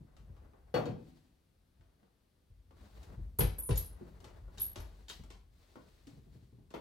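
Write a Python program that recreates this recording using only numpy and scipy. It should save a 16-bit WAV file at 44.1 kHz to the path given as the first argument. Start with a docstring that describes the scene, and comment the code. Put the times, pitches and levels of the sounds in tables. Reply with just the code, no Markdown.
"""A small wooden room with many windows, heard on a stereo microphone inside, with walls close by.
Cloth rustles, an ornament knocks and rocks on a ledge a little to the left, and someone steps aside.
A big dog shuffles over the blanket on a window bench, jumps down and walks about: the floorboards thud,
claws tick, two collar tags clink and small things clatter. Then the person kneels on the padded bench
with a run of soft bumps, and last of all a flat object is put down."""
import sys
import numpy as np
from scipy import signal
from scipy.io import wavfile
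from scipy.ndimage import uniform_filter1d

SR = 44100
rng = np.random.default_rng(int(sys.argv[2]) if len(sys.argv) > 2 else 0)


def dump(signal):
    """Clip the signal to [-1, 1] and save it as 16-bit WAV at the path in sys.argv[1]."""
    limited = np.clip(np.atleast_2d(signal).T, -1, 1)
    pcm = np.round(limited * 32767).astype(np.int16)
    wavfile.write(sys.argv[1], SR, pcm)


N = 300034
BAND_HZ = 28 * 2 ** np.arange(0, 9.3, .4)
TAIL = np.arange(int(.8 * SR)) / SR   # seconds since a contact
LEFT_RIGHT = np.array([[1], [-1]])

# The room's decay. Each row: frequency in Hz, t60 in seconds.
ROOM_T60 = [(50, 0.33), (150, 0.49), (500, 0.39), (1500, 0.39), (4000, 0.36), (8000, .3), (15000, 0.42)]
# First reflections off the near walls. Each row: delay in seconds, level in dB.
NEAR_WALLS = [(.0013, -11), (.0029, -7), (.0052, -15.5), (.0083, -15)]
# How alike the microphone's two sides are. 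Each row: frequency in Hz, correlation.
LIKENESS = [(50, .98), (130, .92), (250, .7), (500, .2), (1000, .12), (2000, .2), (4000, .45), (9000, .4),
            (11400, 0)]
# The lean to the left. Each row: frequency in Hz, left minus right in dB.
LEFT_DB = [(50, 2.5), (250, 1.1), (600, 3), (2500, 5), (8000, 0.6)]

# Noise colours at the microphone. Each row: frequency in Hz, spectral density in dB.
STILL_AIR = [(25, -8), (90, -5.5), (260, -14), (460, -18), (800, -25), (2500, -31), (4300, -30.5),
             (7000, -38.5), (11000, -34), (15000, -40.5)]
FLOOR_RUMBLE = [(25, -19), (40, -1.5), (58, 4.5), (110, -12), (200, -18.5), (400, -39), (1000, -55)]
CLOTH_RUB = [(100, -3), (250, 0), (500, 1), (1000, -6), (1800, -13), (4000, -35.5)]
CLOTH_SWISH = [(700, -13.5), (1800, -1.5), (3000, -3), (4300, 0), (6000, -9), (8000, -7.5), (11000, -15),
               (15000, -11.5)]
WOOD_KNOCK = [(60, -23), (140, -0.5), (300, -2), (500, 0.5), (900, -8), (1600, -15.5), (3200, -21.5),
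              (5500, -30.5), (8000, -40.5), (15000, -32.5)]
TRINKET_CLICK = [(400, 13), (1000, 5), (2500, -5.5), (3500, 1.5), (7000, -4), (9000, -8.5), (15000, -8)]
TICK_TIP = [(700, -4), (1500, -0.5), (3000, 2.5), (4500, 0), (7000, -1.5), (11000, -7), (15000, -8.5)]
TICK_WOOD = [(120, -9.5), (350, 2.5), (700, -4.5), (1200, -6.5), (2200, -26), (6000, -41)]
FLOOR_THUD = [(28, -20.5), (50, 2.5), (120, -3), (220, -21), (450, -5), (900, -32.5), (2000, -35.5),
              (15000, -56.5)]
TAG_CLICK = [(2000, -31), (4000, -10.5), (8000, 2), (11500, -4.5), (15000, -13)]

# Modes that a blow sets ringing. Each row: frequency in Hz, level in dB, t60 in seconds.
ORNAMENT_KNOCK_MODES = [(118.5, -4, 0.36), (154.75, -10, 0.86), (251, -8.5, 0.84), (284, -15, 0.91),
                        (333, -18, 1), (422, -8, 0.37), (485.6, 9, 0.21), (568, -5, 0.46), (632, -16, 0.15),
                        (730, -5.5, 0.29), (750, -19.5, 0.97), (1000, -15, 0.21), (1390, -8.5, 0.26),
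                        (1626, -12.5, 0.37), (2550, -18.5, 0.55), (2880, -13, 0.18), (3170, -14, .28),
                        (3680, -27.5, 0.17), (4430, -8, 0.19), (4390, -18, 0.25), (5830, -30, 0.13)]   # the ornament, the ledge and nearby things ringing together
FLAT_OBJECT_MODES = [(335, 4.5, 0.17), (433, -4, 0.12), (676, -2, 0.081), (980, -7, 0.096),
                     (1366, -7.5, 0.064), (3000, -23, 0.072)]
FLOOR_MODES = [(49.2, 0, 0.59), (55.3, -8.5, 0.58), (86.2, 2.5, 0.34), (121, 4.5, 0.18),
               (148.4, -6.5, 0.32), (194.6, -5, 0.23), (290, -10, 0.16), (382, -7, 0.091), (474.4, 0, 0.13),
               (572, -10, 0.3), (704, -25.5, 0.15), (996, -6.5, 0.22), (1070, -17, 0.16)]
LARGE_TAG_MODES = [(8120, -16, .12), (9432, -16, .16), (9810, -1, .24), (9866, 0, .26), (9913, -3, .24),
                   (10100, -3, .035), (14330, -9, .17)]
SMALL_TAG_MODES = [(8250, -18, .1), (11220, -7, .07), (11410, 0, .22), (11472, -2, .22), (11554, -10, .17),
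                   (11700, -2, .035), (14400, -10, .16), (14650, -7, .04)]
# Modes of the small hard things. Each entry: frequency in Hz, with its level in dB on the next line.
TRINKET_HZ = [1500, 2520, 3200, 3750, 5430, 5830, 6500, 6910]
TRINKET_DB = [15.5, -7.5, 7, 13, -6.5, -15, 2, 19]

# The floor's rumble under shifting weight. Each row: time in seconds, level in dB.
FLOOR_STIR = [(0.0, -62), (0.98, -62.5), (1.42, -74), (2.33, -75.5), (3.13, -58), (3.31, -57.5),
              (3.66, -50.5), (3.9, -56), (5.47, -62), (5.74, -68.5), (6.46, -61.5), (6.8, -69)]
# Clothes, blanket and fur. Each row: start in seconds, length in seconds, rubbing in dB, swish in dB.
STROKES = [(0, 0.69, -73, -92), (0.937, .27, -75, -72), (1.702, 0.37, -82, -96), (2.738, .3, -64, -67.5),
           (3.024, .1, -61.5, -74), (3.728, 0.66, -64, -73.5), (4.482, .53, -67.5, -69.5),
           (5.497, 0.64, -74, -70.5), (6.262, 0.18, -78.5, -74.5)]
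# Dull wooden bumps: paws, knees and hands on the bench, and one paw's knock on the floor.
# Each row: start in seconds, level in dB, pitch in Hz.
WOODEN_BUMPS = [(0.004, -45.5, 133.4), (2.024, -63.5, 195), (2.808, -56.5, 201), (3.099, -45.5, 100.5),
                (3.188, -46, 105), (4.009, -41, 357), (4.57, -58, 400), (5.191, -47, 127.6),
                (5.761, -46.5, 263.5), (6.068, -44.5, 278.6)]
# The ornament landing and rocking, and the flat object put down on the bench.
# Each row: start in seconds, level in dB, contact cut-off in Hz.
ORNAMENT_BLOWS = [(.741, -29.5, 11300), (.759, -30.5, 1560), (.785, -40.5, 1100), (.856, -46, 8000),
                  (0.859, -39, 444), (.881, -36.5, 200), (0.95, -49, 303)]
FLAT_OBJECT_BLOWS = [(6.739, -39.5, 12300), (6.744, -54, 2000), (6.765, -49, 5000), (6.788, -54, 900)]
# Small things knocking together. Each row: start in seconds, level in dB, favoured pitch in Hz.
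CLATTER = [(0.855, -56.5, 3600), (3.757, -49, 6500), (3.774, -46, 6560), (4.581, -50, 3820),
           (4.607, -51, 3720), (5.083, -51.5, 3300), (5.092, -51, 6800), (5.098, -44, 2950)]
# Single hard contacts. Each row: start in seconds, tip in dB, wood in dB, contact cut-off in Hz.
TICKS = [(.166, -59, -64, 6150), (.365, -68, -64.5, 3980), (.447, -80, -64, 3000), (.534, -84.5, -61, 2940),
         (1.809, -67, -69.5, 3960), (2.029, -76, -69, 3000), (2.708, -67, -61.5, 3970),
         (3.03, -55.5, -70, 14100), (3.584, -59, -52.5, 12000), (4.203, -57.5, -64, 13040),
         (4.479, -78, -59, 3010), (4.802, -53.5, -55, 5960), (5.236, -56, -59.5, 13900),
         (5.756, -59.5, -50, 5030), (6.07, -53.5, -66.5, 9000), (6.705, -57, -57.5, 7030)]
# Soft treads with no click. Each row: start in seconds, level in dB, contact cut-off in Hz.
TREADS = [(0.199, -47.5, 122), (.29, -50, 230), (1.79, -60.5, 70), (2.498, -55, 60), (3.068, -49, 78),
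          (3.171, -39.5, 66), (4.34, -51.5, 60), (4.418, -48.5, 70), (5.199, -55, 50)]
# The dog walking. Each row: start in seconds, claws in dB, weight in dB.
PAW_STEPS = [(4.243, -49, -55), (4.575, -51, -45.5), (4.758, -41, -39.5), (5.303, -49, -55)]
# The dog landing, forepaws then hind. Each row: start in seconds, pads in dB, weight in dB, claws in dB.
LANDINGS = [(3.389, -27.5, -28, -29.5), (3.690, -30.5, -28, -36.5)]
# The tags meeting. Each row: start in seconds, large tag in dB, small tag in dB, rise time in seconds.
CLINKS = [(3.387, -38.5, -30, 0.00045), (3.393, -41, -43, 0.0014), (3.414, -58, -61, .002),
          (3.583, -47, -40.5, 0.0022), (3.612, -41.5, -43, 0.025), (3.656, -44.5, -48, 0.014),
          (3.773, -47, -34.5, 0.00061), (3.836, -48.5, -54, 0.025), (4.597, -48, -43.5, 0.0012),
          (4.612, -48, -29, 0.0071), (4.799, -69, -61, 0.0018)]


def amp(db):
    """Decibels to gain."""
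    return 10 ** (np.asarray(db) / 20)


def at_hz(points, hz):
    """Read a table on a log-frequency axis."""
    points = np.array(points)
    return np.interp(np.log(hz), np.log(points[:, 0]), points[:, 1])


def rms_one(x):
    """Scale to rms 1."""
    return x / np.sqrt(np.mean(x ** 2) + 1e-20)


def peak_one(x):
    """Scale so that the loudest hundredth of a second has rms 1."""
    return x / np.sqrt(uniform_filter1d(np.mean(x ** 2, axis=0), SR // 100).max() + 1e-20)


def add(out, s, sound):
    """Mix a sound in at s seconds."""
    start = int(np.clip(s * SR, 0, N - 1))
    out[:, start:start + sound.shape[1]] += sound[:, :N - start]


def drift(rate_hz):
    """A random wander with a spread near 1."""
    return np.interp(np.arange(N) / SR * rate_hz, np.arange(4000), rng.standard_normal(4000))


def lean_left(db):
    """Gains that put the left side db above the right."""
    return amp(db * LEFT_RIGHT / 2)


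def contact(hz, cut_hz):
    """A soft contact lasts longer and so leaves out the highs."""
    return 1 / np.sqrt(1 + (hz / cut_hz) ** 4)


def band_gains(spectrum):
    """Wider bands carry more of a spectrum given per Hz."""
    return amp(at_hz(spectrum, BAND_HZ)) * np.sqrt(BAND_HZ)


def diffuse_field():
    """Narrow noise bands of rms 1; the bass reaches both sides of the microphone alike."""
    white, bands = rng.standard_normal((2, 2, N)), []
    for k, hz in enumerate(BAND_HZ):
        sos = signal.butter(2, [hz / 2 ** .2, hz * 2 ** .2], "band", fs=SR, output="sos")
        mid, side = signal.sosfilt(sos, white[k % 2])
        alike = at_hz(LIKENESS, hz)
        pair = np.sqrt(1 + alike) * mid + np.sqrt(1 - alike) * side * LEFT_RIGHT
        bands.append(rms_one(pair * lean_left(at_hz(LEFT_DB, hz))))
    return np.array(bands, dtype=np.float32)


def wash(field, spectrum):
    """Steady noise of a given colour from all round the room; rms 1."""
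    noise = np.einsum("b,bcn->cn", band_gains(spectrum).astype(np.float32), field)
    return rms_one(np.roll(noise, rng.integers(N), axis=1))


def room_decay(crack_db, crack_s):
    """Envelope per band of one contact: a short crack, then the room dying away."""
    tail = amp(-60 * TAIL / at_hz(ROOM_T60, BAND_HZ)[:, None])
    rise = 1 - np.exp(-2 * TAIL * BAND_HZ[:, None])   # lows take about a cycle to build
    return (rise * (tail + amp(crack_db) * np.exp(-TAIL / crack_s))).astype(np.float32)


def burst(field, decay, spectrum, cut_hz=SR):
    """The countless short modes that one contact sets off, coloured by the near walls."""
    start = rng.integers(SR // 10, N - len(TAIL))
    decay = decay[:, :SR // 2]   # the room is silent after half a second
    bands = field[:, :, start:start + decay.shape[1]] * decay[:, None]
    even_out = np.sqrt(np.sum(decay ** 2, axis=1) / np.einsum("bcn,bcn->b", bands, bands))
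    gains = (even_out * band_gains(spectrum) * contact(BAND_HZ, cut_hz)).astype(np.float32)
    direct = np.einsum("b,bcn->cn", gains, bands)
    # long waves bend round furniture; only the short ones bounce
    short_waves = signal.sosfilt(signal.butter(2, 450, "high", fs=SR, output="sos"), direct)
    out = direct.astype(float)
    for s, db in NEAR_WALLS:
        lag = int(s * SR * rng.uniform(.7, 1.3))
        out[:, lag:] += amp(db) * short_waves[:, :-lag]
    return np.pad(peak_one(out), [(0, 0), (0, len(TAIL) - out.shape[1])])


def ring(modes, scatter_db, cut_hz=SR, blur=0.99, blur_hz=40):
    """Decaying modes, weighed anew by each blow; echoes make each waver in level and phase."""
    out, knots = np.zeros((2, len(TAIL))), np.arange(400)
    for k, (hz, db, t60) in enumerate(modes):
        t = TAIL[:int(t60 * SR)]
        gain = amp(db + scatter_db * rng.standard_normal()) * contact(hz, cut_hz) * (-1) ** k
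        echoes = rng.standard_normal(len(knots)) + 1j * rng.standard_normal(len(knots))
        waver = 1 + blur * np.interp(t * blur_hz, knots, echoes) * (1 - np.exp(-t / 0.0041))
        wave = waver * np.exp((2j * np.pi * hz - np.log(1000) / t60) * t)
        side_phase = np.arccos(at_hz(LIKENESS, hz)) / 2 * (-1) ** (k // 2)
        sides = np.exp(1j * side_phase * LEFT_RIGHT) * lean_left(at_hz(LEFT_DB, hz))
        rise = 1 - np.exp(-2 * hz * t)
        out[:, :len(t)] += gain * rise * np.imag(sides * wave)
    return peak_one(out)


def knocks(field, blows, modes, spectrum, ring_db, spread_db, crack_db, scatter_db, blur):
    """Blows on wood: the main modes they set ringing plus a dense spread of weaker ones."""
    out, decay = np.zeros((2, N)), room_decay(crack_db, crack_s=0.037)
    for s, db, cut_hz in blows:
        tone = amp(ring_db) * ring(modes, scatter_db, cut_hz, blur, blur_hz=35.5)
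        spread = amp(spread_db) * burst(field, decay, spectrum, cut_hz)
        add(out, s, amp(db) * (tone + spread))
    return out


def room_tone(field):
    """Still air, faint and steady behind everything."""
    return amp(-73.5) * wash(field, STILL_AIR)


def movement(field, attack_s=0.07, release_s=0.11, catch_db=3.2, grain_db=1.5, stir_waver_db=3):
    """Shifting weight stirs the floor; cloth strokes swell and fade, catching and slipping."""
    t, rub, swish = np.arange(N) / SR, 0, 0
    for s, length_s, rub_db, swish_db in STROKES:
        speed = np.clip((t - s) / attack_s, 0, 1) * np.exp(-np.maximum(t - s - length_s, 0) / release_s)
        rub = np.hypot(rub, speed * amp(rub_db))
        swish = np.hypot(swish, speed * amp(swish_db))
    stir_db = np.interp(t, *np.transpose(FLOOR_STIR)) + stir_waver_db * drift(9)
    slips_db = catch_db * drift(35) + grain_db * drift(300)
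    return (amp(stir_db + 1) * wash(field, FLOOR_RUMBLE)
            + rub * amp(slips_db - 1) * wash(field, CLOTH_RUB)
            + swish * amp(slips_db / 2 - 4.5) * wash(field, CLOTH_SWISH))


def kneeling(from_s=6.11, to_s=6.6, count=7, db=-50.5, hz=130.1):
    """Kneeling rocks the bench in an uneven run of bumps, laid out like WOODEN_BUMPS."""
    timing, level, pitch = rng.standard_normal((count, 3)).T
    starts = np.linspace(from_s, to_s, count) + 0.016 * timing
    return list(zip(starts, db + level, hz * np.exp(0.056 * pitch)))


def wooden_bumps(field, t60=0.22):
    """Weight lands softly on the bench or the floor: the wood sounds briefly at one pitch."""
    out, decay = np.zeros((2, N)), room_decay(crack_db=10, crack_s=0.0057)
    swell = 1 - np.exp(-TAIL / 0.0038)
    for s, db, hz in list(WOODEN_BUMPS) + kneeling():
        tone = amp(-7) * ring([(hz, 0, t60)], scatter_db=0)
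        thud = amp(-6.5) * burst(field, decay, WOOD_KNOCK, cut_hz=160)
        add(out, s, amp(db) * swell * (tone + thud))
    return out


def trinket_clatter(field, t60=0.14, fall_db_per_octave=11.5):
    """Small hard things click and ring; where they meet favours the modes near one pitch."""
    out, decay = np.zeros((2, N)), room_decay(crack_db=1.5, crack_s=0.0044)
    for s, db, main_hz in CLATTER:
        modes = [(hz, mode_db - fall_db_per_octave * abs(np.log2(hz / main_hz)), t60)
                 for hz, mode_db in zip(TRINKET_HZ, TRINKET_DB)]
        colour = [(hz, band_db - fall_db_per_octave / 2 * abs(np.log2(hz / main_hz)))
                  for hz, band_db in TRINKET_CLICK]
        tone = amp(-4.5) * ring(modes, scatter_db=-1.5, blur=0.43, blur_hz=198)
        click = amp(-2) * burst(field, decay, colour)
        add(out, s, amp(db) * (tone + click))
    return out


def flat_object(field):
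    """A flat object meets the bench with a sharp crack and a short ring."""
    return knocks(field, FLAT_OBJECT_BLOWS, FLAT_OBJECT_MODES, WOOD_KNOCK,
                  ring_db=-4.5, spread_db=-4, crack_db=30, scatter_db=6, blur=0.57)


def ornament(field):
    """An ornament lands and rocks to rest; it rings together with the ledge and nearby things."""
    return knocks(field, ORNAMENT_BLOWS, ORNAMENT_KNOCK_MODES, WOOD_KNOCK,
                  ring_db=-2, spread_db=-2.5, crack_db=-8, scatter_db=-2.5, blur=1)


def claws_and_ticks(field):
    """A hard tip clicks and the wood beneath answers lower down; a harder tip is brighter."""
    tips = []   # laid out like TICKS
    for s, _, _, db in LANDINGS:
        tips.append((s, db - 8, db - 8, 15000))   # toe tips touch
        tips.append((s + 0.018, db, db - 8.5, 4200))   # claws strike
    tips += [(s, db, db - 5.5, 6900) for s, db, _ in PAW_STEPS]
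    out, decay = np.zeros((2, N)), room_decay(crack_db=2.5, crack_s=0.0034)
    for s, tip_db, wood_db, cut_hz in tips + list(TICKS):
        tip = amp(tip_db - 8) * burst(field, decay, TICK_TIP, cut_hz)
        wood = amp(wood_db - 1.5) * burst(field, decay, TICK_WOOD)
        add(out, s, tip + wood)
    return out


def collar_tags(field, blur=0.91, blur_hz=241.5):
    """Both tags ring at each touch and shimmer as they swing; a graze swells without a click."""
    out, decay = np.zeros((2, N)), room_decay(crack_db=11.5, crack_s=0.0033)
    for s, large_db, small_db, rise_s in CLINKS:
        large = amp(large_db) * ring(LARGE_TAG_MODES, scatter_db=2, blur=blur, blur_hz=blur_hz)
        small = amp(small_db) * ring(SMALL_TAG_MODES, scatter_db=0.98, blur=blur, blur_hz=blur_hz)
        click = amp(small_db - 19) * burst(field, decay, TAG_CLICK)
        rise = 1 - np.exp(-TAIL / rise_s)
        add(out, s, (amp(2) * (large + small) + click) * rise)
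    return out


def footfalls(field, weight_lag_s=0.015):
    """The floorboards thud under the dog's landing, its steps and the soft treads."""
    blows = []   # laid out like TREADS
    for s, pads_db, weight_db, _ in LANDINGS:
        blows.append((s, pads_db, 900))   # pads slap
        blows.append((s + weight_lag_s, weight_db, 350))   # the weight arrives
        blows.append((s + 0.032, weight_db - 8.5, 120))   # the legs settle
    blows += [(s + weight_lag_s, weight_db, 62) for s, _, weight_db in PAW_STEPS]
    return knocks(field, blows + list(TREADS), FLOOR_MODES, FLOOR_THUD,
                  ring_db=-0.5, spread_db=-4.5, crack_db=4.5, scatter_db=3.5, blur=0.39)


def scene():
    """The room from the microphone's place; the ledge and the bench's end are a little to the left."""
    field = diffuse_field()
    objects = (ornament(field) + flat_object(field)) * lean_left(db=1)
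    return (objects + footfalls(field) + collar_tags(field) + trinket_clatter(field)
            + claws_and_ticks(field) + wooden_bumps(field) + movement(field) + room_tone(field))


def record(dry):
    """The microphone drops the deepest bass and the very top."""
    low_cut = signal.butter(2, 28, "high", fs=SR, output="sos")
    high_cut = signal.ellip(10, .1, 80, 15800, fs=SR, output="sos")
    return signal.sosfilt(high_cut, signal.sosfilt(low_cut, dry))


dry = scene()
out = record(dry)
dump(out)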